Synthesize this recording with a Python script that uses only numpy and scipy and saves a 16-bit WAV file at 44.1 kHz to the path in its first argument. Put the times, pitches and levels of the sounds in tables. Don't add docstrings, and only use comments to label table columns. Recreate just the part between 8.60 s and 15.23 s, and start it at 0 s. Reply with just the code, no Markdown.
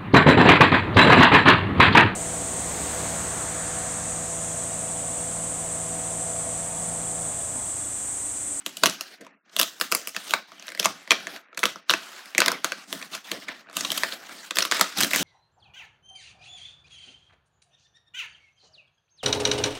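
import sys
import numpy as np
from scipy import signal
from scipy.io import wavfile
from scipy.ndimage import uniform_filter1d

SR = 44100
rng = np.random.default_rng(int(sys.argv[2]) if len(sys.argv) > 2 else 0)


def int16_out(signal):
    q = np.round(np.clip(np.atleast_2d(signal).T, -1, 1) * 32767)
    wavfile.write(sys.argv[1], SR, q.astype(np.int16))


def level_to_linear(level):
    exponent = np.asarray(level, float) / 20
    return 10 ** exponent


N = 292383

# start_s, level_db, flap_pitch_hz, duration_ms, treble_db
SNAP_EVENTS = [(0.063, -14.5, 3940, 2.4, -5), (.169, -23.5, 3100, 7.1, -4.5),
               (0.2354, -2.5, 1360, 4.8, -14), (0.2581, -3.5, 2800, 2.7, -9), (0.2632, -10, 3980, 3.1, -6),
               (0.269, -16, 4000, 6.5, -7), (0.297, -19, 5430, 3.4, -8), (0.4091, -18.5, 5360, 3.3, -5.5),
               (.6084, -41, 1940, 15, -14), (0.6487, -44, 1700, 1.2, -13), (0.6662, -36, 970, 4, -20),
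               (.8947, -50, 4090, 6.7, -15.5), (.9284, -49, 3120, 9.4, -20),
               (.9648, -13.5, 3000, 3.4, -4.5), (0.9876, -17, 3000, 4.8, -3), (0.9937, -10, 6240, 1.3, -16),
               (0.9969, -7, 2830, 4.1, -1), (1.014, -8.5, 3900, 1.24, -1), (1.03, -11, 4000, 3.8, -5),
               (1.2001, -26.5, 1260, 2, 0), (1.2123, -9, 2810, 1.7, -7), (1.3172, -17.5, 1150, 2.5, 2),
               (1.323, -8, 1310, 2.26, -4), (1.349, -13.5, 1160, 4.4, 3.5), (1.4143, -34, 5370, 4.9, -8),
               (1.4731, -20.5, 3000, 3.1, 1), (1.484, -47, 7300, 3.3, 18), (1.4908, -32.5, 5400, 6.4, -1),
               (1.548, -27.5, 2000, 1.2, -21), (1.5643, -17, 2620, 3.66, -15), (1.6952, -30, 3510, 4.6, -5),
               (1.708, -16.5, 3470, 2.8, -11), (1.7368, -6, 1440, 4.6, -19.5),
               (1.9188, -34.5, 1190, 2.1, -20), (1.997, -33, 5700, 2.2, -22), (2.0245, -34, 2420, 4.3, -16),
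               (2.0688, -34, 2370, 3.7, -5), (2.0816, -25, 3840, 2.3, -20), (2.0897, -28, 1960, 1.03, -14),
               (2.1022, -31.5, 1940, 2.2, -14), (2.1197, -29, 1990, 3, -14), (2.149, -27, 1920, 3.3, -16),
               (2.1753, -28.5, 1990, 2.9, -12), (2.195, -18.5, 3230, 2.8, -8), (2.1982, -8, 3350, 1.8, -8),
               (2.2285, -20, 2500, 4.4, -19), (2.2437, -17.5, 4170, 6.9, -7), (2.25, -11, 6500, 1.1, -24),
               (2.2569, -4.5, 1050, 3.9, -14), (2.4766, -29, 1860, 1.3, -22), (2.5069, -3, 2550, 5.4, -20),
               (2.5162, -5.5, 2340, 5, -17), (2.5239, -15, 1060, 1.8, -18), (2.6016, -37, 1960, 3.9, -10),
               (2.6702, -18.5, 1750, 2, -22), (2.7633, -26, 1590, 1, -24), (2.886, -48, 1640, 1.5, -42),
               (2.9183, -63, 1330, 1.9, -33.5), (2.929, -39, 1320, 5, -30),
               (2.9468, -40.5, 1660, 3.25, -15.5), (2.974, -21, 1440, 6.7, -15),
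               (2.992, -19.5, 3490, 2.2, -4.5), (3.0313, -10, 1435, 5, -22), (3.0374, -8, 1320, 2.84, -14),
               (3.0555, -7, 3300, 1.58, -13), (3.1588, -26, 1290, 2.33, -20), (3.2961, -5, 3560, 2.41, -21),
               (3.303, -6, 3430, 3.1, -11.5), (3.3101, -10.5, 1430, 2.4, -15),
               (3.3368, -7, 1440, 4.5, -19.5), (3.6569, -36.5, 2080, 5.3, -5.5),
               (3.7495, -16, 2260, 1.3, -21), (3.781, -2, 2010, 1.66, -15), (3.8033, -7.5, 1520, 4.2, -13),
               (3.8185, -3.5, 1520, 2.7, -25), (3.8603, -10.5, 3550, 3.1, -7),
               (3.8812, -7, 1580, 4.1, -15.5), (3.9174, -15, 1320, 3.9, -9),
               (4.0453, -8.5, 1390, 1.92, -12.5), (4.12, -16, 1530, 3.7, -17.5),
               (4.3279, -15.5, 3500, 1.3, -3.5), (4.4155, -28.5, 2230, 2.3, -16),
               (4.4255, -26.5, 2560, 6.4, -22), (4.5316, -28, 3600, 29, -22), (4.5482, -25, 4800, 11, -6),
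               (4.6421, -39, 3380, 21, -15), (4.715, -15.5, 4140, 6.2, -12),
               (4.8223, -35.5, 2110, 4.8, -28), (4.8824, -23, 2070, 12, -26.5),
               (4.8877, -25.5, 1730, 8.1, -57), (5.0713, -40.5, 1530, 1.7, -41),
               (5.0875, -37.5, 1550, 6, -40), (5.098, -37, 1380, 3.5, -21.5), (5.1116, -43, 1590, 3.4, -20),
               (5.129, -38.5, 1210, 3.5, -12), (5.1378, -44, 1570, 10, -11),
               (5.1678, -13.5, 3900, 4.8, -4.5), (5.2077, -18, 4560, 5.7, -14),
               (5.248, -17.5, 3700, 8.1, -16), (5.303, -15.5, 3160, 3.9, -14),
               (5.3184, -13.5, 3500, 2.3, -4), (5.375, -17, 3240, 9.5, -3), (5.4347, -9, 1830, 2.15, -19),
               (5.524, -21, 3470, 1.3, -23), (5.694, -32.5, 1340, 3.5, -16),
               (5.9083, -18, 2550, 4.4, -18.5), (5.958, -22, 2870, 1.2, -1), (5.9697, -12, 2580, 3.3, -11),
               (5.9864, -5, 2540, 1.72, -9), (6.0058, -15, 4300, 3.1, -14), (6.0226, -12.5, 4170, 7.7, -12),
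               (6.0515, -15.5, 3680, 1.4, -8), (6.1138, -10.5, 6500, 1.95, -10),
               (6.1215, -9.5, 1600, 2.6, -19), (6.146, -23.5, 1620, 3.5, -2), (6.1675, -27, 1670, 6, -8),
               (6.1949, -19.5, 880, 5, -10), (6.211, -2, 1300, 3.15, -8), (6.3723, -21.5, 5740, 7.1, -5),
               (6.3831, -19, 3980, 9.9, -2), (6.4057, -10.5, 8100, 2.4, -9), (6.41, -12.5, 1620, 3.7, 0.5),
               (6.4254, -12.5, 2800, 4.1, -18), (6.4337, -7, 3950, 2.55, -5.5),
               (6.4461, -15, 1720, 2.5, -2), (6.5074, -23, 3770, 6.6, -4), (6.5129, -18.5, 2060, 1.56, -6),
               (6.5339, -9, 1960, 2.9, -10), (6.5466, -14.5, 1980, 6.2, -13), (6.5606, -10, 1740, 2, -1)]
# centre_hz, width_hz, level_db
BOX_MODES = [(110, 77, -9.5), (195.6, 30.4, 1), (285.5, 37, -0.5), (347, 66, 0.5), (493, 31, 2),
             (551.3, 38.6, 2.5), (672.7, 36, 5.5)]


def rms_one(x):
    return x / np.sqrt(np.mean(x ** 2) + 1e-20)


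def peak_one(x, span):
    return x / np.sqrt(uniform_filter1d(x ** 2, span).max() + 1e-20)


def at_hz(points, hz, column):
    table = np.array(points)
    return np.interp(np.log(hz), np.log(table[:, 0]), table[:, column])


def resonance(x, hz, width_hz):
    r = np.exp(-np.pi * np.clip(width_hz, 5, 5000) / SR)
    gain = (1 - r * r) / 2
    return signal.lfilter([gain, 0, -gain], [1, -2 * r * np.cos(2 * np.pi * hz / SR), r * r], x)


def body(x, modes, extra_db):
    total = np.zeros(len(x))
    for k, (hz, width_hz, level_db) in enumerate(modes):
        total += (-1) ** k * level_to_linear(level_db + extra_db[k]) * resonance(x, hz, width_hz)
    return total


def band(x, low_hz, high_hz):
    sos = signal.butter(2, [low_hz, min(high_hz, .45 * SR)], "band", fs=SR, output="sos")
    return signal.sosfilt(sos, x)


def drift(rate_hz):
    r = np.exp(-2 * np.pi * rate_hz / SR)
    noise = rng.standard_normal(N + SR)
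    return rms_one(signal.lfilter([1], [1, -2 * r, r * r], noise)[SR:])


def swell(t, start, length, rise_db_per_s, fall_db_per_s):
    rise = rise_db_per_s * np.maximum(start - t, 0)
    fall = fall_db_per_s * np.maximum(t - start - length, 0)
    return -rise - fall


def snaps():
    # centre_hz, width_hz, level_db
    panel_modes = [(1127, 227, 3.5), (1500, 440, 2.5), (2000, 460, 3), (2648, 410, 6), (3300, 550, 5),
                   (4750, 1250, 5), (5350, 1030, 8), (6500, 2800, 4.5)]
    size, lead = 4096, 512
    out = np.zeros(N + size)
    t = (np.arange(size) - lead) / SR
    after = np.maximum(t, 0)
    fibres = rng.standard_normal((len(SNAP_EVENTS), size))
    spread = rng.standard_normal((len(SNAP_EVENTS), len(panel_modes) + len(BOX_MODES)))
    for (start_s, level_db, hz, duration_ms, treble_db), noise, luck in zip(SNAP_EVENTS, fibres, spread):
        burst_s = max(duration_ms - 1.2, .3) / 1000
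        onset = 1 - np.exp(-after / (0.15 * burst_s))
        burst = noise * onset * np.exp(-(after / (0.8 * burst_s)) ** 2)
        burst[lead + round(.3 * burst_s * SR)] += 4.66 * np.exp(-burst_s / 0.0046)

        capped_s = min(burst_s, .006)
        early = level_to_linear(-30 + 1400 * capped_s) * np.exp(-abs(t) / (0.0014 + 0.23 * capped_s))
        late = level_to_linear(-12.0) * np.exp(-after / 0.0062)
        source = burst + noise * np.where(t < 0, early, late)

        flap = peak_one(resonance(burst, hz, .14 * hz), 44)
        dull_db = 0.065 * min(treble_db + 3.0, 0) * np.arange(len(panel_modes))
        panel_extra_db = 2.8 * luck[:len(panel_modes)] + dull_db
        panel = peak_one(body(source, panel_modes, panel_extra_db), 44)
        flap_db = -5.0 - 0.35 * min(treble_db, -2)
        ring = peak_one(level_to_linear(flap_db) * flap + panel, 44)
        top_hz = np.clip(hz * 1.6 + 9000 * level_to_linear(0.78 * (treble_db + 9.5)), 500, 18000)
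        ring = signal.sosfilt(signal.butter(2, top_hz, fs=SR, output="sos"), ring)

        crack = peak_one(band(source, 4500, 14000), 44)
        box = body(source, BOX_MODES, 2.0 * luck[len(panel_modes):])
        thump = peak_one(band(box, 190, 900), 200)
        thump_db = -23.5 - 0.22 * level_db - 2 * np.log2(hz / 2000)

        snap = ring + level_to_linear(treble_db) * crack + level_to_linear(thump_db) * thump
        first = round((start_s - .0004) * SR) - lead
        out[first:first + size] += level_to_linear(level_db - 2.0) * snap
    return out[:N]


def rubbing():
    # centre_hz, level_db
    colour = [(410, -34), (700, -1), (852, -10), (1480, -2), (1750, -4), (4050, -10.5), (5760, -13),
              (10300, -22.5), (15200, -24.5), (16000, -34.5)]
    *friction_gains, deep_gain, upper_gain = handling()
    grip = level_to_linear(1.4 * drift(60))
    grains = rng.standard_normal((2, N)) * level_to_linear(3.3 * np.minimum(rng.exponential(1, (2, N)), 5))
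    edges_hz = 700 * 2 ** np.arange(0, 4.8, .25)
    ranges = np.zeros((3, N))
    for k, (low_hz, high_hz) in enumerate(zip(edges_hz, edges_hz[1:])):
        hz = np.sqrt(low_hz * high_hz)
        patchy_db = 2.0 * drift(4) + 1.88 * drift(25)
        part = level_to_linear(at_hz(colour, hz, 1) + patchy_db) * band(grains[k % 2], low_hz, high_hz)
        ranges[np.searchsorted([2800, 5600], hz)] += part
    shove = rng.standard_normal(N) * level_to_linear(2.5 * drift(14))
    deep = rms_one(body(shove, BOX_MODES[:3], np.zeros(3)))
    upper = rms_one(body(shove, BOX_MODES[3:], np.zeros(4)))
    friction = sum(gain * rms_one(grip * part) for gain, part in zip(friction_gains, ranges))
    return friction + deep_gain * deep + upper_gain * upper


def handling():
    # start_s, length_s, level_db, brightness_db, box_weight_db
    strokes = [(-.02, 0.016, -53.5, -5, 4), (.08, .08, -56, 0, -9), (.18, .04, -55, 9, -5),
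               (0.342, 0.2, -48.5, -5.5, -19), (.61, .06, -58, -17, -2), (.68, 0.066, -61.5, -39.5, -1.5),
               (0.861, .04, -62, -18, -2.5), (0.933, 0.037, -52.5, -3, -12.5), (1.063, .12, -54, 3, -24),
               (1.24, 0.15, -57, -5, 0), (1.372, 0.092, -51, 3, -15), (1.554, .11, -49.5, 7.5, -13),
               (1.672, 0.07, -41.5, 5.5, -19), (1.884, 0.19, -54, -7, -7.5), (2.067, 0.18, -61, 4, -10),
               (2.337, 0.064, -52.5, -9, -8), (2.406, .08, -53.5, -7, -16), (2.583, 0.077, -49, -6, -1.5),
               (2.694, 0.069, -43, -4.5, -12.5), (2.823, 0.3, -60, -28, -16.5), (3.094, 0.077, -58, -5, -9),
               (3.196, 0.046, -63.5, -21, -15), (3.27, 0.027, -70, -8, -15), (3.384, 0.2, -44.5, -0.5, -19),
               (3.608, .12, -49.5, -3, -14.5), (3.8, 0.14, -36.5, -23, -10), (3.985, 0.056, -50.5, -5, -12),
               (4.076, 0.15, -48.5, -2, -9), (4.29, 0.17, -50, 2, 0), (4.523, 0.047, -45, 2.5, -7),
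               (4.662, 0.083, -44.5, -6.5, -11.5), (4.725, 0.12, -52, -3.5, 0.5),
               (4.885, 0.025, -39.5, -17, -13), (4.949, 0.06, -52, -8, -10), (5.06, .08, -55.5, -24, -4.5),
               (5.166, 0.25, -42, 3, -5.5), (5.441, .1, -40.5, 2.5, -16), (5.559, .04, -52.5, 3, -14),
               (5.612, 0.12, -46, -6, -11), (5.725, 0.15, -49, 1, -11), (5.959, 0.098, -41.5, 9, -25),
               (6.134, 0.1, -33.5, 0, -16), (6.28, 0.066, -43, -7, -12), (6.388, 0.053, -32, 1.5, 0),
               (6.468, .05, -50, 8, -1), (6.54, .12, -33, 2, -1)]
    # start_s, deep_modes_db, upper_modes_db
    jolts = [(.066, -47, -64), (0.236, -29.5, -35.5), (.61, -55, -48.5), (0.968, -48.5, -47.5),
             (1.324, -50, -33.5), (1.74, -52, -44), (2.2, -60, -38.5), (2.257, -32.5, -41),
             (2.512, -41, -35), (3.035, -39.5, -41.5), (3.301, -56, -50), (3.79, -43, -36),
             (3.878, -31, -33), (4.328, -40, -45), (4.719, -38, -36.5), (4.885, -56, -59),
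             (5.17, -42.5, -59), (5.99, -55, -34.5), (6.21, -46, -38), (6.39, -28, -50), (6.43, -28, -50),
             (6.56, -35, -50)]
    stroke_db = [1.5, 3, -0.5, -1.5, -12.5]
    takes_brightness = [0, 0.47, 0.72, 0, 0]
    takes_weight = [0.19, 0.26, 0.29, 1, 0]
    rustle_db = [-31.5, -28.5, -22, -43, -45]
    rustle_fall_db_per_s = [200, 197, 220, 154, 170]
    rustle_takes_treble = [0, 0.13, .9, 0, 0.076]
    soft_loss = [0, 1, 0.096, 0, 0]
    fall_factor = [1.01, 1.6, 1.4, 1.1, 0.76]

    t = np.arange(0, N + 64, 64)[:, None] / SR
    start_s, length_s, level_db, bright_db, weight_db = np.transpose(strokes)
    snap_s, snap_db, _, _, treble_db = np.transpose(SNAP_EVENTS)
    jolt_s, *jolt_levels_db = np.transpose(jolts)
    jolt = level_to_linear(swell(t, jolt_s, 0, rise_db_per_s=1500.5, fall_db_per_s=201.5))
    boom_powers = [0, 0, 0] + [np.sum((level_to_linear(db) * jolt) ** 2, axis=1) for db in jolt_levels_db]
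    creak_db = -8 * (t < snap_s)
    gains = []
    for k, boom_power in enumerate(boom_powers):
        slide_db = stroke_db[k] + level_db + swell(t, start_s, length_s, 611, fall_factor[k] * 247)
        slide_db = slide_db + takes_brightness[k] * bright_db + takes_weight[k] * weight_db
        slide_db = slide_db + soft_loss[k] * np.minimum(bright_db + 20.5, 0)
        fibre_db = rustle_db[k] + snap_db + rustle_takes_treble[k] * treble_db + creak_db
        fibre_db = fibre_db + swell(t, snap_s, 0, 903, rustle_fall_db_per_s[k])
        power = np.sum(level_to_linear(slide_db) ** 2, axis=1) + np.sum(level_to_linear(fibre_db) ** 2, axis=1) + boom_power
        gains.append(np.interp(np.arange(N) / SR, t[:, 0], np.sqrt(power)))
    return gains


def room(x):
    # centre_hz, t60_s, level_db
    tail_bands = [(200, 0.12, -13.5), (473, 0.19, -17.5), (1200, 0.18, -7), (2800, 0.25, -10.5),
                  (5900, 0.32, -12), (13000, 0.13, -31)]
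    t = np.arange(SR // 2) / SR
    edges_hz = 100 * 2 ** np.arange(0, 8, .5)
    tail = np.zeros(len(t))
    for low_hz, high_hz in zip(edges_hz, edges_hz[1:]):
        hz = np.sqrt(low_hz * high_hz)
        t60_s = np.clip(at_hz(tail_bands, hz, 1), .05, 1)
        dying = rng.standard_normal(len(t)) * level_to_linear(-60 * t / t60_s)
        dying *= 1 - np.exp(-(t / 0.0011) ** 2)
        dying /= np.sqrt(np.sum(dying ** 2))
        tail += level_to_linear(at_hz(tail_bands, hz, 2)) * band(dying, low_hz, high_hz)
    return signal.fftconvolve(x, tail)[:N]


def scene():
    torn = snaps()
    return (torn + room(torn) + rubbing())[None]


def suppress(x, floor_db):
    cells = signal.stft(x, nperseg=1024)[2]
    power = uniform_filter1d(abs(cells) ** 2, size=5, axis=-2) + 1e-20
    keep = np.clip(1 - level_to_linear(floor_db) ** 2 / power, .02, 1)
    return signal.istft(cells * keep, nperseg=1024)[1][..., :N]


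def roll_off(x):
    return signal.sosfilt(signal.butter(12, 16960, fs=SR, output="sos"), x)


def record(dry):
    thin = signal.sosfilt(signal.butter(3, 140, "high", fs=SR, output="sos"), dry)
    clean = suppress(thin, floor_db=-102.5)
    rounded = clean / (1 + abs(clean / .9) ** 4) ** .25
    cut = signal.sosfilt(signal.cheby2(12, 60, 17000, fs=SR, output="sos"), rounded)
    mix = signal.sosfilt(signal.butter(1, 90, "high", fs=SR, output="sos"), cut)
    return roll_off(mix)


dry = scene()
out = record(dry)
int16_out(out)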